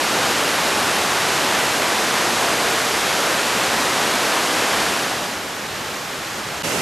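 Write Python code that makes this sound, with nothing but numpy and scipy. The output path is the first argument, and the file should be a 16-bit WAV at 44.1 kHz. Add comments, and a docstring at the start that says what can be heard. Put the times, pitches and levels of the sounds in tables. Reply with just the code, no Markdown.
"""The loud, steady roar of a large waterfall: countless splashes on rock ledges and bubbles
superpose into broadband noise, with a diffuse echo from the valley sides. A zoom microphone
hears it almost mono, then softer and wider as its beam opens. After a brief dip the scene
cuts to a second standpoint, with a deeper rumble and the water more to the right."""
import sys
import numpy as np
from scipy import signal
from scipy.fft import rfft, irfft
from scipy.io import wavfile
from scipy.ndimage import uniform_filter1d

SR = 44100
rng = np.random.default_rng(int(sys.argv[2]) if len(sys.argv) > 2 else 0)


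def generate_wav(sig):
    """Save sig (samples, or channels by samples) to the path in sys.argv[1] as 16-bit PCM at SR."""
    pcm = np.round(np.clip(np.atleast_2d(sig).T, -1, 1) * 32767).astype(np.int16)
    wavfile.write(sys.argv[1], SR, pcm)


N = 300321


def water(splash_db=-7, surge_db=0.32, sheet_db=0.12, flicker_db=0.36):
    """Amplitude modulation: clumps of water surge in the low octaves while fine spray stays smooth."""
    bubble_wash = rng.standard_normal(N)
    source = rfft(bubble_wash + undb(splash_db) * splashes(per_s=8000, spread_db=2.5))
    surge, sheets = fluctuation(rate_hz=7), fluctuation(rate_hz=30)
    octave = np.clip(np.log2(bin_hz() / 60), 0, 8)
    roar = 0
    for k in range(9):
        band = irfft(source * np.maximum(1 - abs(octave - k), 0), N)
        clumping = 1 / (1 + (k / 6) ** 4)
        # sheets of water slap a ledge in all bands at once; each bubble size also flickers alone
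        flicker = fluctuation(rate_hz=14)
        roar = roar + band * undb(sheet_db * sheets + clumping * (surge_db * surge + flicker_db * flicker))
    return roar


def splashes(per_s, spread_db):
    """Shot noise: random impacts on rock, most small, each scattering into droplets for a few ms."""
    hits = rng.random(N) < per_s / SR
    sizes = undb(spread_db * np.minimum(rng.exponential(size=N), 5))
    t = np.arange(400) / SR
    droplets = rfft(rng.standard_normal(len(t)) * np.exp(-t / .002), N)
    impacts = rfft(hits * sizes * rng.standard_normal(N))
    clicks = irfft(impacts * droplets / abs(droplets), N)  # all-pass: smeared in time, not coloured
    return clicks / np.std(clicks)


def waterfall(spectrum, scatter, reflection=0, comb_hz=262):
    """Direct and diffuse fields: the roar is in phase in both channels, the valley's echo in antiphase."""
    direct = colour(water(), spectrum)
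    diffuse = colour(water(), spectrum)
    # comb filtering: a nearby surface repeats the echo one short path later
    diffuse = diffuse + reflection * np.roll(diffuse, int(SR / comb_hz))
    side = colour(unit_rms(diffuse), scatter)
    return unit_rms(direct) + side * np.array([[1], [-1]])


# Spectrum of the roar in the narrow beam: f/Hz, level/dB
NARROW_ROAR = [(15, -65), (25, -41), (64, -15.5), (222, -4), (348, -2), (376, -2), (766, -0.5),
               (1560, -2.5), (2200, -5.5), (2380, -5.5), (6990, -12.5), (9840, -18), (11500, -20.5),
               (13500, -31.5)]
# Valley scatter relative to that roar: f/Hz, level/dB
NARROW_ECHO = [(110, -51), (220, -21.5), (400, -24.5), (780, -16), (1200, -17.5), (1700, -49), (5000, -35),
               (12000, -24)]


def narrow_beam(level_db=-19):
    """High directivity rejects most of the diffuse field: the roar is loud and almost mono."""
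    return waterfall(NARROW_ROAR, NARROW_ECHO, reflection=.45) * pan(-.3) * undb(level_db)


# Spectrum of the roar in the wide beam: f/Hz, level/dB
WIDE_ROAR = [(15, -42), (25, -26), (91, -6.5), (135, -5.5), (162, -3.5), (297, -4), (573, -4), (620, -3.5),
             (1370, -4), (1520, -5), (1780, -6), (6990, -14.5), (13500, -27.5)]
# Valley scatter relative to that roar: f/Hz, level/dB
WIDE_ECHO = [(70, -34), (200, -24), (700, -12), (1400, -10.5), (6000, -14), (11000, -8), (12500, -31)]


def wide_beam(level_db=-27.5):
    """Low directivity admits a larger share of the diffuse field: the roar is softer and wider."""
    return waterfall(WIDE_ROAR, WIDE_ECHO, reflection=.1) * pan(-.55) * undb(level_db)


def first_standpoint(t, zoom_start_s=4.82, travel_s=.7):
    """Incoherent powers add: the narrow beam fades into the wide one as the zoom pulls back."""
    zoom = np.clip(1 - (t - zoom_start_s) / travel_s, 0, 1)
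    return zoom * narrow_beam() + np.sqrt(1 - zoom ** 2) * wide_beam()


# Spectrum of the roar below the falls: f/Hz, level/dB
CASCADE_ROAR = [(25, -45), (50, -19), (115, -4.5), (190, -4), (320, 0), (540, -3), (750, -7), (1000, -6),
                (1500, -8.5), (2700, -9), (4000, -15), (6500, -14), (10000, -20.5), (12000, -24),
                (13500, -33)]
# Valley scatter relative to that roar: f/Hz, level/dB
CASCADE_ECHO = [(60, -21), (250, -18), (700, -9), (1400, -7), (11000, -8), (12500, -18)]


def lower_cascade(level_db=-22.5):
    """Intensity stereophony: heard from below the falls, the rumbling cascade lies to the right."""
    return waterfall(CASCADE_ROAR, CASCADE_ECHO) * pan(-3) * undb(level_db)


def fluctuation(rate_hz):
    """Low-pass noise: random steps, averaged twice, with unit standard deviation."""
    hold = max(int(SR / rate_hz), 2)
    steps = rng.standard_normal(2048)[np.arange(N) // hold % 2048]
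    smooth = uniform_filter1d(uniform_filter1d(steps, hold), hold)
    return (smooth - smooth.mean()) / smooth.std()


def colour(x, points):
    """Zero-phase filtering by a gain curve interpolated over log frequency."""
    hz, db = np.transpose(points)
    return irfft(rfft(x) * undb(np.interp(np.log(bin_hz()), np.log(hz), db)), N)


def unit_rms(x):
    """Normalisation to rms 1 above 300 Hz."""
    return x / np.std(irfft(rfft(x) * (bin_hz() > 300), N))


def pan(db):
    """Amplitude panning: channel gains for a left-minus-right level in dB."""
    return undb(np.array([[db], [-db]]) / 2)


def undb(db):
    """Amplitude ratio of a level in dB."""
    return 10 ** (np.asarray(db) / 20)


def bin_hz():
    """Fourier bin frequencies, at least 1 Hz."""
    return np.maximum(np.arange(N // 2 + 1) * SR / N, 1)


def scene(cut_s=6.6243, resume_s=6.6295, fade_s=.012):
    """Gating: the first standpoint stops dead; the second fades in a few milliseconds later."""
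    t = np.arange(N) / SR
    fade_in = np.clip((t - resume_s) / fade_s, .06, 1)
    return np.where(t < cut_s, first_standpoint(t), lower_cascade() * fade_in)


def record(dry, grille_hz=12200, width_hz=1300, grille_db=4.5, cutoff_hz=13650):
    """Resonance of the microphone grille lifts the top treble; a steep low-pass cuts what lies above."""
    lift = undb(grille_db * np.exp(-((bin_hz() - grille_hz) / width_hz) ** 2))
    heard = irfft(rfft(dry) * lift, N)
    return signal.sosfilt(signal.ellip(10, .1, 80, cutoff_hz, fs=SR, output="sos"), heard)


dry = scene()
out = record(dry)
generate_wav(out)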